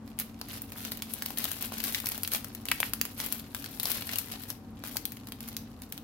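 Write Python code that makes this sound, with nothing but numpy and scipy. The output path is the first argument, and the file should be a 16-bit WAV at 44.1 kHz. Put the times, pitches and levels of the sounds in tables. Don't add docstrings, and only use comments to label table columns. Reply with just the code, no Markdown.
import sys
import numpy as np
from scipy import signal
from scipy.fft import rfft, irfft, next_fast_len
from scipy.io import wavfile

SR = 44100
rng = np.random.default_rng(int(sys.argv[2]) if len(sys.argv) > 2 else 0)


def store_wav(level_fs):
    pcm = np.round(np.clip(np.atleast_2d(level_fs), -1, 1) * 32767)
    wavfile.write(sys.argv[1], SR, pcm.T.astype(np.int16))


N = 265923
TIME = np.arange(N) / SR
SIDES = np.array([[.5], [-.5]])


def undb(db):
    return 10 ** (np.asarray(db) / 20)


def curve(table, t):
    times, *columns = np.transpose(table)
    return [np.interp(t, times, column) for column in columns]


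def shape(points, hz):
    f, db = np.transpose(points)
    return np.interp(np.log(hz + 1), np.log(f), db)


def colour(x, points):
    size = 2 * next_fast_len(x.shape[-1])
    bins_hz = np.arange(size // 2 + 1) * SR / size
    cepstrum = irfft(shape(points, bins_hz) * np.log(10) / 20)
    cepstrum[1:size // 2] *= 2
    cepstrum[size // 2 + 1:] = 0
    response = np.exp(rfft(cepstrum))
    return irfft(rfft(x, size) * response)[..., :x.shape[-1]]


def unit(x):
    return x / np.sqrt(np.mean(x ** 2))


def walk(rate):
    knots = np.arange(0, N / SR + 1, 1 / rate)
    return np.interp(TIME, knots, rng.standard_normal(len(knots))) * np.sqrt(3 / 2)


def add(out, s, sound):
    start = int(np.clip(round(s * SR), 0, N - 1))
    out[:, start:start + sound.shape[1]] += sound[:, :N - start]


SHAFT_HZ = 18.585
# (multiple of the shaft rate, level [dB])
FAN_TONES = [(3, -63), (5, -64.5), (10, -66), (12, -53), (13, -64), (15, -59), (16, -65.5), (17, -67),
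             (20, -69), (41, -70.5)]
# (frequency [Hz], relative level [dB])
AIR = [(24, -49), (42, -0.5), (66, -5.5), (100, 5.5), (160, -4), (200, -2.5), (228, 4), (272, 2.5),
       (345, -14), (440, -9), (600, -15.5), (1000, -17), (2500, -32), (16000, -46)]
AIR_DB = -48


def fan(pan_db=1.5, waver_db=2.2, drift_hz=.05):
    turns = np.cumsum(SHAFT_HZ + drift_hz * walk(2.95)) / SR
    tones = np.zeros(N)
    for multiple, db in FAN_TONES:
        level = np.sqrt(2) * undb(db + waver_db * walk(5))
        tones += level * np.sin(2 * np.pi * (round(multiple) * turns + rng.random()))
    side = colour(rng.standard_normal(N), [(60, -16), (290, -19), (520, -7), (2000, -3), (6000, 0)])
    air = unit(colour(rng.standard_normal(N) + 2 * SIDES * side, AIR))
    return (tones + undb(AIR_DB) * air) * undb(pan_db * SIDES)


# (nominal delay [s], level [dB])
ECHOES = [(.0012, -19.5), (.003, -10), (.0044, -12), (.0095, -15)]


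def echoes(wander=0.16, size=1024):
    response = np.zeros((2, size))
    response[:, 0] = 1
    for s, db in ECHOES:
        shift = rng.uniform(-1, 1) + rng.uniform(-1, 1, 2) / 2
        lags = SR * s * (1 + wander * shift)
        response[[0, 1], np.clip(lags, 1, size - 1).astype(int)] += undb(db)
    return response


def tail(t60_s=0.33, treble_t60_s=0.23, split_hz=7000, onset_s=0.00034, size=16000):
    t = np.arange(size) / SR

    def band(kind):
        sos = signal.butter(2, split_hz, kind, fs=SR, output="sos")
        return signal.sosfilt(sos, rng.standard_normal((2, size)))

    y = band("low") * undb(-60 * t / t60_s) + band("high") * undb(-60 * t / treble_t60_s)
    y *= 1 - np.exp(-t / onset_s)
    return y / np.linalg.norm(y, axis=1, keepdims=True)


def room(direct, radiated, wet_db=-6, blend=0.21, size=8192):
    out, fade = np.zeros((2, N)), signal.windows.hann(size, sym=False)
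    diffuse = undb(wet_db) * (radiated + blend * (radiated[0] - radiated))
    for start in range(0, N, size // 2):
        for x, response in ((direct, echoes()), (diffuse, tail())):
            piece = x[:, start:start + size]
            faded = piece * fade[:piece.shape[1]]
            add(out, start / SR, signal.fftconvolve(faded, response, axes=-1))
    return out


# (time [s], effort [dB])
GRIP = [(0, -64), (0.35, -62.5), (0.5, -56.5), (1.9, -50.5), (2.52, -58), (3.15, -54), (3.5, -59.5),
        (4.3, -51.5), (4.62, -71), (4.9, -58), (6.03, -68.5)]
# (start [s], length [s], effort [dB])
FLEXES = [(0.191, .02, -43), (0.473, 0.1, -46), (0.756, 0.17, -49), (1.085, .21, -52), (1.366, 0.2, -44),
          (1.6, 0.055, -41.5), (1.719, 0.16, -44), (1.825, 0.062, -36.5), (1.913, 0.069, -42.5),
          (2.024, 0.14, -48), (2.305, 0.056, -38.5), (2.65, 0.13, -49), (2.819, 0.042, -41.5),
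          (3.16, 0.081, -41), (3.23, 0.17, -47.5), (3.54, 0.38, -52), (3.821, 0.071, -42),
          (3.879, 0.096, -36.5), (3.991, 0.22, -47), (4.306, 0.043, -45), (4.388, .12, -49),
          (4.832, .14, -48), (5.4, 0.13, -53), (5.811, 0.016, -52), (5.886, .09, -61.5)]
FLEX_ATTACK_S, FLEX_RELEASE_S = .015, .018


def effort():
    power = undb(curve(GRIP, TIME)[0]) ** 2
    for s, length, db in FLEXES:
        rise = np.clip((TIME - s) / FLEX_ATTACK_S, 0, 1)
        fall = np.exp(-np.maximum(TIME - s - length, 0) / FLEX_RELEASE_S)
        power = power + (undb(db) * rise * fall) ** 2
    return 10 * np.log10(power)


def facet():
    hz = 900 * 6 ** rng.random()
    return [(hz / 1.7, -1.5), (hz, 4), (hz * 1.7, -1.5), (11000, 0)]


def flick(flutter_db, flutter_s, lag, treble_loss_db=-5, size=512):
    flutter = rng.standard_normal((2, size)) * np.exp(-np.arange(size) / SR / flutter_s)
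    flutter *= undb(flutter_db) / np.linalg.norm(flutter, axis=1, keepdims=True)
    y = colour(flutter, [(4500, 0), (11000, treble_loss_db)])
    y[0, 0] += 1
    y[1, int(np.clip(round(lag), 0, 10))] += 1
    return y / np.linalg.norm(y, axis=1, keepdims=True)


def grains(rate, spread_db, flutter_s, count=24):
    out, avalanche = np.zeros((2, N)), undb(4 * walk(60))
    for spot in range(count):
        struck = rng.random(N) < rate * avalanche / count / SR
        size = np.minimum(rng.exponential(size=N), 3.5)
        clicks = struck * undb(spread_db * size) * rng.choice([-1, 1], N)
        click = colour(flick(9.8, flutter_s, spot / 3), facet())
        out += signal.oaconvolve(clicks[None], click, axes=-1)[:, :N]
    return unit(out / np.sqrt(rate))


# (time [s], left minus right [dB])
PLACE = [(0, -1.5), (1.05, 1.5), (1.5, 6), (3.05, 0), (3.75, 6.5), (4.6, 6.5), (5.15, 3), (6.03, 1)]
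# (frequency [Hz], relative level [dB])
CRACKLE = [(300, -9), (1500, -13.5), (4500, -2), (7800, -1.5), (9800, 6.5), (12200, 11.5), (14000, 8.5),
           (16000, 2)]
# (frequency [Hz], relative level [dB])
BEADS = [(200, -2.5), (430, 4), (850, 0.5), (1600, -0.5), (3000, 3.5), (5000, 2), (8000, -4), (16000, -21)]


def rustle(effort_db, film_gain_db=-0.5, bead_gain_db=-2.5, film_growth=1.09, bead_growth=0.91,
           crowding=.55, bead_pan=0.22):
    film_rate, bead_rate = 800, 700
    usual_db = np.mean(effort_db)
    extra_db = effort_db - usual_db
    pan_db, = curve(PLACE, TIME)
    busy = undb(crowding * extra_db)
    film = unit(colour(grains(film_rate * busy, spread_db=5.5, flutter_s=.0008), CRACKLE))
    beads = unit(colour(grains(bead_rate * busy, spread_db=5.0, flutter_s=.001), BEADS))
    film *= undb(usual_db + film_growth * extra_db + film_gain_db + pan_db * SIDES)
    beads *= undb(usual_db + bead_growth * extra_db + bead_gain_db + bead_pan * pan_db * SIDES)
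    return film + beads


# (frequency [Hz], relative level [dB])
FILM = [(150, -15), (400, -5), (900, -4), (1600, -1.5), (4200, -0.5), (7800, -2.5), (9500, 0.5), (11800, 6),
        (15500, 4)]


def ticks(effort_db, gain_db=23, spread_db=3., treble_db=-3.5, flutter_db=-1, flutter_s=0.00097,
          scatter_pan_db=4, count=480):
    out = np.zeros((2, N))
    for s, size, bright, place, luck in rng.random((count, 5)) * [N / SR, 1, 1, 1, 1]:
        bend_db = effort_db[int(s * SR)]
        pan_db = curve(PLACE, s)[0] + scatter_pan_db * (2 * place - 1)
        strain_db = np.clip(bend_db, -54, -44)
        db = strain_db + gain_db - spread_db * np.log(max(size, .1))
        tint = [(600, -2), (1500, 2.5), (4500, -1.5), (11000, treble_db + 10 * (2 * bright - 1))]
        click = colour(colour(flick(flutter_db, flutter_s, pan_db / 2), facet()), tint)
        if luck < np.interp(bend_db, [-60, -48], [.03, 1]):
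            add(out, s, undb(db + pan_db * SIDES) * click)
    return colour(out, FILM)


# (time [s], level [dB], centre [Hz])
POPS = [(0.7608, -33, 1400), (1.4536, -25.5, 750), (2.042, -31, 1020), (2.3471, -32, 540),
        (2.7156, -10, 2330), (2.7187, -10, 1950), (2.8305, -8.5, 1950), (3.0145, -35, 484),
        (4.958, -30.5, 805)]


def pops(pan_db=2.0, size=128):
    out, t = np.zeros((2, N)), (np.arange(size) - size / 2) / SR
    for s, db, hz in POPS:
        u = (np.pi * hz * t) ** 2
        swing = (2 * u - 1) * np.exp(-u)
        add(out, s + t[0], undb(db + pan_db * SIDES) * swing)
    return out


# (time [s], mid level [dB], bass over mid [dB], treble over mid [dB],
# left minus right [dB])
SNAPS = [(0.1889, -11.5, -6, 6.5, 6), (0.199, -11.5, 2, 9.5, -1.5), (0.4143, -7.5, 7, -8.5, 3.5),
         (0.6195, -20.5, -11, 12, 1), (0.7209, -15.5, 7, 0.5, 1.5), (0.8502, -9, -4, -0.5, 1),
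         (0.9193, -6, 4.5, -2.5, 2.5), (0.9729, -19, 3, 5.5, -4), (1.0222, -6, -4, -2.5, -1.5),
         (1.1375, -15, -10, 9.5, 10), (1.2225, -5, -4, 0, 0), (1.261, -7, 2, 0, 2),
         (1.3052, -10.5, 4.5, -3.5, 3), (1.3736, -8, -12, -1, 3.5), (1.385, -8.5, -6, 3.5, 11.5),
         (1.4423, -6, -12, 3, 10.5), (1.4536, -4, 3, -7, 9), (1.5163, -7.5, 0.5, 1.5, 6.5),
         (1.625, -11.5, 6, 5.5, 5.5), (1.7212, -14, 13, -8, 4), (1.7399, -17, -4, 0, -10),
         (1.803, -6, -7, -4.5, 9), (1.8398, -4.5, -12, 0, 10.5), (1.947, 3.5, -31, -9, 6),
         (2.002, -10, -6, -1, 12), (2.0588, -7, -1, 0, 10), (2.0696, -3.5, -7, -2, -2.5),
         (2.0892, -15, -7, 11, 4.5), (2.1189, -7, 1.5, -0.5, 1.5), (2.1786, -13.5, 10, 5, 6),
         (2.2336, -6.5, -0.5, 2, 8.5), (2.2492, -4.5, -9, -16, -3), (2.276, -6, -12, 2.5, 2.5),
         (2.318, -9.5, -6, -1, 2.5), (2.3358, -10, -5, 7, 12), (2.3485, -1.5, 1, -1.5, 4.5),
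         (2.4454, -11, 3, -1, 8), (2.5497, -13.5, -10, 0.5, 7.5), (2.655, -13.5, 4, 3, 6),
         (2.686, -3, -1, -5.5, 1.5), (2.7159, 3, -23, -2.5, 4.5), (2.803, -2, 4.5, 2.5, 6.5),
         (2.9353, -1.5, -1.5, 0, 4.5), (3.0135, 1.5, -2.5, 0.5, -0.5), (3.053, -9, 5.5, 1, 3),
         (3.2019, -4.5, -2.5, -0.5, 0.5), (3.2631, -10, 7, 0.5, 10.5), (3.3246, -7, -2, 3, 10.5),
         (3.5478, -5.5, -3, -2, 5.5), (3.6426, -9, -2, -8, 7), (3.6608, -8.5, -15, -8, 1),
         (3.7989, -5, 8, -2, 13), (3.832, -14.5, -12, 10.5, 8.5), (3.8555, -2.5, 4, -3, 11),
         (3.9168, -3, -4, 0.5, 8.5), (4.0218, -8, 8, -17, -1), (4.0925, -5.5, -6, -11, 5.5),
         (4.135, -4.5, 1.5, -7, 7), (4.158, -4.5, -3, -7, 16), (4.1855, -5, -14, 4.5, 9),
         (4.5029, -9, 4, -0.5, 9), (4.8385, -11, 6.5, -7, 4), (4.9694, -2.5, -6, -0.5, 6.5),
         (5.054, -8, -12, 5, 7.5), (5.1208, -17, -8, 3.5, 7), (5.17, -18, -17, -4, 0),
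         (5.2717, -16, 1, -5, 4.5), (5.2866, -22.5, 4, 3, 1.5), (5.3213, -10.5, -1, -4.5, 4.5),
         (5.406, -12.5, 5, -4.5, 3.5), (5.487, -15, 1, 1, 2.5), (5.567, -8, -7, 1, -1.5),
         (5.82, -18, -15, 0.5, -1), (5.9239, -10.5, -11, 0, 3), (5.978, -14.5, 3, -1.5, 1)]


def snaps(flutter_db=2.0, flutter_spread_db=3.0, flutter_s=0.0018, mid_pan=0.23, lag_per_db=0.6):
    out = np.zeros((2, N))
    for s, db, bass_db, treble_db, pan_db in SNAPS:
        ring_db = flutter_db + flutter_spread_db * (2 * rng.random() - 1)
        click = colour(flick(ring_db, flutter_s, 1.5 + lag_per_db * pan_db), facet())
        for side, p in enumerate(pan_db * SIDES[:, 0]):
            mid = mid_pan * p
            tint = [(800, bass_db + mid), (1900, mid), (4800, mid), (11000, treble_db + p)]
            click[side] = colour(click[side], tint)
        add(out, s, undb(db) * click)
    return colour(out, FILM)


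def scene(pop_room_db=-5):
    effort_db = effort()
    crinkle = rustle(effort_db) + ticks(effort_db) + snaps()
    walls = pops()
    return fan() + room(crinkle + walls, crinkle + undb(pop_room_db) * walls)


TOP_HZ = 15750


def record(dry):
    return signal.sosfilt(signal.ellip(8, .2, 70, TOP_HZ, fs=SR, output="sos"), dry)


dry = scene()
out = record(dry)
store_wav(out)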